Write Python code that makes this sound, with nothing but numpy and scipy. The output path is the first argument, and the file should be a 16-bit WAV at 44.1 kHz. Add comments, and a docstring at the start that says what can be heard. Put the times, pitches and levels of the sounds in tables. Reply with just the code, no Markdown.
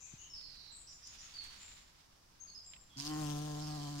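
"""A bumblebee climbing a stem starts its wings close by, about 3 s in. The first beats slap a leaf;
then it settles into a steady buzz, each wingbeat pushing air and brushing the leaf with a papery rasp.
From the start, small birds whistle and trill, echoed by the trees, and leaves rustle and tick
on the woodland floor. Under it all: distant hiss, low rumble and one soft bump on the microphone."""
import sys
import numpy as np
from scipy import signal
from scipy.fft import rfft, irfft
from scipy.io import wavfile
from scipy.ndimage import uniform_filter1d

SR = 44100
rng = np.random.default_rng(int(sys.argv[2]) if len(sys.argv) > 2 else 0)


def transcribe(signal):
    """Save signal, clipped to [-1, 1], as a 16-bit WAV file at the path in sys.argv[1]."""
    frames = np.atleast_2d(signal).T
    limited = np.clip(frames, -1, 1)
    pcm = np.round(limited * 32767).astype(np.int16)
    wavfile.write(sys.argv[1], SR, pcm)


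N = 176400
TIME_S = np.arange(N) / SR

# Spectra. Each row: frequency in Hz, relative level in dB.
HISS_SPECTRUM = [(12, -54), (20, -8.5), (66, -5), (137, -4.5), (213, -9), (404, -14), (906, -10.5),
                 (1100, -11), (2090, -20), (3080, -21), (3350, -26.5), (5230, -12), (7730, -24),
                 (15500, -29.5)]
RUMBLE_SPECTRUM = [(15, 1), (55, 0.5), (120, -10.5), (300, -17.5), (900, -40.5)]
RUSTLE_SPECTRUM = [(150, -6), (500, -15), (900, -4), (1300, -1.5), (1900, 0.5), (3800, 3), (6000, -2),
                   (9000, -10.5), (12000, -23), (15500, -18)]
WASH_SPECTRUM = [(30, 2), (150, 2), (350, -3), (600, -12), (1200, -7), (2000, -13), (4000, -29)]
RASP_SPECTRUM = [(1120, -16), (1900, -14), (2680, -8.5), (3030, -5), (3800, -3), (4820, -0.5), (6970, -3.5),
                 (10700, -15.5), (13500, -17.5), (15500, -20)]
# Stereo balances. Each row: frequency in Hz, pan in dB (left minus right).
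HISS_PAN = [(200, 1.5), (700, -2), (1300, -1.5), (3500, -1), (8000, -1), (15000, 0)]
RUSTLE_PAN = [(300, -3.5), (2400, -6), (4400, -7), (8000, 8), (15000, 2)]
RASP_PAN = [(2000, 4), (3000, 4), (4500, -7.5), (6000, 0.5), (8000, 7), (15000, 9)]
# Air noise. Each row: frequency in Hz, left-right correlation.
AIR_CORRELATION = [(60, .98), (130, .8), (290, .1), (640, -.25), (1400, .1), (3000, 0)]
# Envelopes. Each row: time in seconds, relative level in dB.
RUMBLE_LEVELS = [(0, -68), (.45, -62), (.9, -68), (1.15, -67), (1.45, -61.5), (1.75, -65), (2.0, -70.5),
                 (2.9, -65.5), (3.2, -60.5), (4, -65)]
RUSTLE_LEVELS = [(0, -67), (.75, -66.8), (.97, -67), (1.1, -62), (1.25, -58.5), (1.42, -55), (1.6, -57),
                 (1.77, -60.5), (1.87, -65), (2.1, -74), (2.9, -71.5)]
# Bird notes. Each row: start and length in seconds, first pitch, last pitch and trill depth in Hz,
# relative level in dB, pan in dB.
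BIRD_NOTES = [(0.0, 0.064, 6540, 6840, 720, -50, 9), (0.176, 0.058, 6300, 6640, 370, -52.5, 6),
              (0.0, 0.11, 2600, 2350, 160, -66, -4.5), (0.18, 0.083, 2726, 3060, 130, -60.5, -8),
              (0.296, 0.035, 5570, 5280, 36, -49.5, 7), (0.334, 0.012, 5230, 5220, 73, -41, -2),
              (0.345, 0.047, 5166, 4850, 420, -48.5, -8), (0.41, 0.05, 5050, 4510, 500, -50, -10),
              (0.463, 0.15, 4530, 4324, 440, -56, -9), (0.583, 0.14, 4395, 4124, 310, -55.5, -13),
              (0.478, 0.21, 5590, 5350, 450, -66, -2), (0.709, 0.065, 7100, 8100, 200, -53.5, 11),
              (0.755, 0.064, 7880, 7520, 610, -57.5, 4), (0.866, 0.052, 5160, 5600, 490, -52.5, -4),
              (0.896, 0.056, 7600, 6840, 230, -58.5, 5), (1.019, 0.058, 5240, 5560, 550, -53, -6),
              (1.044, 0.062, 7220, 6600, 350, -56, 11), (1.171, 0.043, 5290, 5570, 560, -54, -6),
              (1.197, 0.065, 7510, 6420, 120, -55, 10), (1.338, 0.019, 4670, 4510, 53, -44.5, -3),
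              (1.36, 0.0547, 4616, 4360, 123, -44, -7.5), (1.577, 0.067, 7000, 7370, 140, -54, 9),
              (1.638, 0.072, 7380, 7080, 260, -56.5, 8), (2.398, 0.04, 6394, 6520, 70, -47, 9),
              (2.467, 0.041, 5050, 4275, 110, -54.5, -5), (2.544, 0.0327, 5245, 4937, 94, -46.5, -3),
              (2.641, 0.07, 7530, 7300, 58, -53, 4.5), (2.887, 0.099, 3480, 3186, 115, -63, -9),
              (2.989, 0.11, 3105, 3063, 12, -56, -9), (3.599, 0.054, 5350, 4980, 510, -50, -12),
              (3.68, 0.09, 4570, 4180, 320, -56.5, -7), (3.795, 0.066, 3250, 3096, 150, -57, -13)]
# Dry leaf ticks. Each row: start in seconds, peak in dB, centre in Hz, decay in seconds, pan in dB.
LEAF_TICKS = [(0.411, -44, 4030, .002, -3), (1.073, -39.5, 6000, 0.0033, 1), (1.44, -45, 7500, .005, 10),
              (1.65, -47, 2110, 0.0005, -18), (2.736, -42, 2780, 0.0062, -17),
              (2.7628, -51, 2570, 0.0052, -6)]
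# Wingbeat. Each row: time in seconds, rate in Hz.
WINGBEAT_RATES = [(2.96, 130), (3.0, 142), (3.02, 142), (3.06, 149), (3.115, 154), (3.15, 150.5),
                  (3.21, 154.5), (3.265, 146.5), (3.3, 148.5), (3.36, 146.5), (3.45, 150), (3.56, 148.5),
                  (3.61, 151), (3.76, 150.3), (3.81, 144.5), (3.835, 148.5), (3.885, 143), (3.92, 148),
                  (3.975, 142), (4.0, 151)]
# Buzz envelope. Each row: time in seconds, fundamental and octave in dB, relative overtone level in dB,
# overtone tilt in dB per octave.
BUZZ_LEVELS = [(2.97, -56, -54, -68, 11), (2.99, -48.5, -52.5, -61.5, 8), (3.025, -57, -52.5, -58.5, 7),
               (3.115, -48.5, -41, -49.5, 2), (3.22, -42, -43, -48.5, -2.5), (3.29, -41, -44.5, -50, -3),
               (3.48, -44, -48.5, -52, -7.5), (3.884, -45.5, -50, -53, -4),
               (3.976, -45.5, -48.5, -56.5, -3), (4.0, -48.5, -45.5, -52, 5)]
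# Buzz harmonics from the third up. Each row: left and right relative level in dB.
OVERTONE_LEVELS = [(-9, -10), (-6, -14), (2.5, -11), (-5.5, -14), (.5, -7), (-6, -13), (-12.5, -9.5),
                   (-15, -16), (-13.5, -11), (-19, -14), (-19, -19)]
# Buzz stereo phase. Each row: harmonic number, lead of the left microphone in radians.
HARMONIC_LEADS = [(1, .35), (2, .9), (3, 2), (5, 2.1), (7, 1.1)]
# Wings brushing the leaf. Each row: time in seconds, relative level in dB, pan in dB.
RASP_LEVELS = [(2.97, -51, -2), (3.0, -46.5, -6), (3.04, -49.5, -3.5), (3.066, -45.5, 1), (3.142, -53, 2),
               (3.22, -49, 5.5), (3.496, -53.5, 2.0), (3.628, -53, -1.5), (3.982, -54, -1), (4.0, -47, 1)]
# Wings striking the leaf. Each row: start in seconds, peak in dB, ring in Hz, decay in seconds.
WING_SLAPS = [(2.9719, -36, 4970, 0.0014), (2.98, -37.5, 5140, .0016), (2.986, -38, 4800, 0.0017),
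              (2.9927, -38, 5160, .0016), (3, -27.5, 5300, 0.00099), (3.0078, -36, 5600, .0018),
              (3.0222, -38, 5900, 0.0021), (3.0512, -30.5, 4850, .0016), (3.057, -39, 4830, .0015),
              (3.0632, -49, 5600, 0.0015), (3.069, -28.5, 4700, .0017), (3.0765, -29, 4840, .0016)]
# Struck leaf. Each row: multiple of the ring frequency, relative level in dB.
LEAF_SPECTRUM = [(.1, -14), (.5, -12), (.75, -9), (1, 13), (1.4, -5), (1.8, -15), (3, -32)]


def amp(db):
    """Decibels to gain."""
    return 10 ** (np.asarray(db) / 20)


def unit_rms(x):
    """Scales to rms 1."""
    return x / np.sqrt(np.mean(x ** 2) + 1e-20)


def curve(table, column=1):
    """One column of a time table at every sample."""
    table = np.array(table)
    return np.interp(TIME_S, table[:, 0], table[:, column])


def at_hz(table, hz):
    """Interpolates a table over log frequency."""
    table_hz, value = np.transpose(table)
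    return np.interp(np.log(hz + 1), np.log(table_hz + 1), value)


def pan(db):
    """Left and right gains of constant power."""
    gains = amp(np.array([[.5], [-.5]]) * db)
    return gains / np.sqrt((gains ** 2).mean(0))


def colour(x, spectrum, pans=None):
    """Filters by a spectrum and an optional pan table; rms 1."""
    hz = np.fft.rfftfreq(x.shape[-1], 1 / SR)
    gain = amp(at_hz(spectrum, hz)) * (1 if pans is None else pan(at_hz(pans, hz)))
    return unit_rms(irfft(rfft(x) * gain, x.shape[-1]))


def drift(rate_hz):
    """Slow random wander; rms 1."""
    hz = np.fft.rfftfreq(N, 1 / SR)
    return unit_rms(irfft(rfft(rng.standard_normal(N)) * np.exp(-(hz / rate_hz) ** 2), N))


def air_noise():
    """White noise, alike at both microphones in the bass, unrelated in the treble."""
    left, other = rfft(rng.standard_normal((2, N)))
    correlation = np.clip(at_hz(AIR_CORRELATION, np.fft.rfftfreq(N, 1 / SR)), -1, 1)
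    return irfft([left, correlation * left + np.sqrt(1 - correlation ** 2) * other], N)


def crackle(spread_db):
    """Stereo noise in 16-sample grains of uneven level."""
    noise = rng.standard_normal((2, N))
    grain_db = spread_db * np.clip(rng.standard_normal((2, N // 16 + 1)), -3, 3)
    return noise * amp(grain_db.repeat(16, 1)[:, :N])


def burst(decay_s, spectrum, size=4096):
    """Decaying puff of filtered noise; peak near 1."""
    puff = colour(rng.standard_normal((2, size)) * np.exp(-TIME_S[:size] / decay_s), spectrum)
    puff *= np.minimum(np.linspace(2, 0, size), 1) ** 2
    return puff / abs(puff).max(1).mean()


def add(mix, start_s, sound):
    """Mixes a sound in at start_s."""
    part = mix[:, round(start_s * SR):][:, :sound.shape[-1]]
    part += sound[..., :part.shape[1]]


def woodland(hiss_db=-67.5, rumble_trim_db=-2.5):
    """Steady distant hiss and a swelling low rumble."""
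    hiss = amp(hiss_db) * colour(air_noise(), HISS_SPECTRUM, HISS_PAN)
    rumble = colour(rng.standard_normal(N), RUMBLE_SPECTRUM)
    return hiss + amp(rumble_trim_db + curve(RUMBLE_LEVELS)) * rumble


def birds(trill_hz=115.37, full_pulse_depth_hz=400, fall_s=.0063, direct_db=-8.5, echo_db=-1.5):
    """Gliding, trilled whistles among trees; deeper trills also pulse more in level."""
    out = np.zeros((2, N))
    trill = np.exp(2j * np.pi * np.cumsum(trill_hz * (1 + .25 * drift(71.05))) / SR)
    for start_s, length_s, first_hz, last_hz, depth_hz, db, pan_db in BIRD_NOTES:
        t = np.arange(0, length_s, 1 / SR)
        warble = trill[int(start_s * SR):][:len(t)]
        hz = first_hz + (last_hz - first_hz) * (t / length_s) ** .6 + depth_hz * warble.imag
        pulsing = 1 + .55 * min(depth_hz / full_pulse_depth_hz, 1) * warble.real
        envelope = np.minimum(t / (.14 * length_s), 1) * np.minimum((length_s - t) / fall_s, 1)
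        note = envelope * pulsing * np.sin(2 * np.pi * np.cumsum(hz) / SR)
        gain = np.sqrt(2) * amp(db) * pan(pan_db)
        add(out, start_s, gain * amp(direct_db) * note)
        add(out, start_s, gain * amp(echo_db) * tree_echo(note))
    return out


def tree_echo(note, t60_s=.58, build_s=.00067):
    """Diffuse scatter from the trees, with the note's energy in each channel."""
    lag_s = TIME_S[:SR]
    envelope = np.exp(-np.log(1000) * lag_s / t60_s) * (1 - np.exp(-lag_s / build_s))
    echo = signal.fftconvolve(note[None], rng.standard_normal((2, SR)) * envelope, axes=1)
    return echo * np.linalg.norm(note) / np.linalg.norm(echo, axis=1, keepdims=True)


def leaf_rustle(flutter_db=2.02):
    """Dense tiny leaf clicks that swell and fade."""
    rustle = colour(crackle(spread_db=2), RUSTLE_SPECTRUM, RUSTLE_PAN)
    return rustle * amp(curve(RUSTLE_LEVELS) + flutter_db * drift(25.5))


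def microphone_bump(start_s=.1362, gain_db=-41, rise_s=.0029, decay_s=.0073,
                    first_hz=231, last_hz=91, sag_s=.0059):
    """One soft knock on the microphone, sagging in pitch as it dies."""
    out, t = np.zeros((2, N)), TIME_S[:4096]
    hz = last_hz + (first_hz - last_hz) * np.exp(-t / sag_s)
    envelope = np.minimum(t / rise_s, 1) * np.exp(-t / decay_s)
    add(out, start_s, amp(gain_db) * envelope * np.sin(2 * np.pi * np.cumsum(hz) / SR))
    return out


def leaf_ticks(skirt_db_per_octave=24):
    """Dry leaves tick: short bursts of band noise."""
    out, octaves = np.zeros((2, N)), np.linspace(-4, 4, 9)
    for start_s, peak_db, centre_hz, decay_s, pan_db in LEAF_TICKS:
        band = np.column_stack([centre_hz * 2 ** octaves, -skirt_db_per_octave * abs(octaves)])
        add(out, start_s, amp(peak_db) * pan(pan_db) * burst(decay_s, band))
    return out


def bumblebee(start_s=2.961, buzz_rise_s=.006, rasp_rise_s=.028, jitter=.006):
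    """One slightly unsteady wingbeat drives both buzz and rasp."""
    beats = np.cumsum(curve(WINGBEAT_RATES) * (1 + jitter * drift(41.6))) / SR
    buzz = np.clip((TIME_S - start_s) / buzz_rise_s, 0, 1) * wing_buzz(beats)
    rasp = np.clip((TIME_S - start_s) / rasp_rise_s, 0, 1) * wing_rasp(beats)
    return buzz + rasp


def per_beat(beats):
    """One random value per wingbeat, steps smoothed."""
    return uniform_filter1d(rng.standard_normal(size=1000)[beats.astype(int)], size=60)


def harmonic(order, beats, shift_rad=0):
    """One wingbeat harmonic at both microphones, left leading; rms 1."""
    lead_rad = np.array([[.5], [-.5]]) * np.interp(order, *np.transpose(HARMONIC_LEADS))
    return np.sqrt(2) * np.cos(2 * np.pi * order * beats + shift_rad + lead_rad)


def wing_buzz(beats, overtone_trim_db=-4, wash_db=-55, flutter_db=1.3, rattle_db=1.4, pivot_order=6):
    """Wings push air: a hum, a wash of noise, and overtones uneven in force and timing."""
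    hum = amp(curve(BUZZ_LEVELS, 1)) * harmonic(1, beats)
    hum += amp(curve(BUZZ_LEVELS, 2)) * harmonic(2, beats)
    effort, tilt_db_per_octave = amp(curve(BUZZ_LEVELS, 3)), curve(BUZZ_LEVELS, 4)
    uneven_beats = beats + .003 * per_beat(beats)
    overtones = np.zeros((2, N))
    for order, sides_db in enumerate(OVERTONE_LEVELS, 3):
        swell_db = 1 - .16 * max(sides_db)  # weak overtones swell and fade the most
        offset_db = swell_db * drift(5) + flutter_db * drift(12)
        offset_db += tilt_db_per_octave * min(np.log2(order / pivot_order), .5)
        shift_rad = 2 * np.pi * rng.random() + .2 * drift(20)
        gain = amp(np.array(sides_db)[:, None] + offset_db)
        overtones += gain * harmonic(order, uneven_beats, shift_rad)
    overtones *= effort * amp(overtone_trim_db + rattle_db * per_beat(beats))
    wash = amp(wash_db) * effort / effort.max() * colour(air_noise(), WASH_SPECTRUM)
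    return hum + overtones + wash


def wing_rasp(beats, trim_db=.5, spread_db=3, stroke_at_beat=.42, back_at_beat=.85, width_beats=.09):
    """Wings brush the leaf: a click and a rasp per stroke, a weaker rasp per backstroke."""
    force = amp(spread_db * per_beat(beats))
    stroke = np.exp(-((beats % 1 - stroke_at_beat) / width_beats) ** 2)
    backstroke = np.exp(-((beats % 1 - back_at_beat) / width_beats) ** 2)
    brushing = crackle(spread_db=1.5) * (.65 + force * (stroke + .25 * backstroke))
    clicks = 5.5 * force * np.diff(np.floor(beats - stroke_at_beat), prepend=-1)
    reflected = np.array([leaf_reflection(side) for side in brushing + clicks])
    gain = amp(trim_db + curve(RASP_LEVELS)) * pan(curve(RASP_LEVELS, 2))
    return gain * colour(reflected, RASP_SPECTRUM, RASP_PAN)


def leaf_reflection(x, delay_s=.0004, gain=.35):
    """Adds a nearby leaf's reflection; the delay wanders as the bee moves: a hollow, shifting colour."""
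    delay_samples = delay_s * SR * np.exp(.2 * drift(3.13))
    return x + gain * np.interp(np.arange(N) - delay_samples, np.arange(N), x)


def wing_slaps(pan_db=1.5):
    """The first wingbeats strike the leaf hard, each at a spot with its own ring."""
    out = np.zeros((2, N))
    for start_s, peak_db, ring_hz, decay_s in WING_SLAPS:
        spectrum = np.array(LEAF_SPECTRUM) * [ring_hz, 1]
        add(out, start_s, amp(peak_db) * pan(pan_db) * burst(decay_s, spectrum))
    return out


def scene():
    """Bee in front, leaves around it, birds beyond."""
    bee = bumblebee() + wing_slaps()
    return bee + birds() + leaf_rustle() + leaf_ticks() + woodland() + microphone_bump()


def record(dry, cutoff_hz=15830):
    """Steep low-pass band limit."""
    lowpass = signal.firwin(1023, cutoff_hz, window=("kaiser", 9), fs=SR)
    return signal.oaconvolve(dry, lowpass[None], "same")


dry = scene()
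out = record(dry)
transcribe(out)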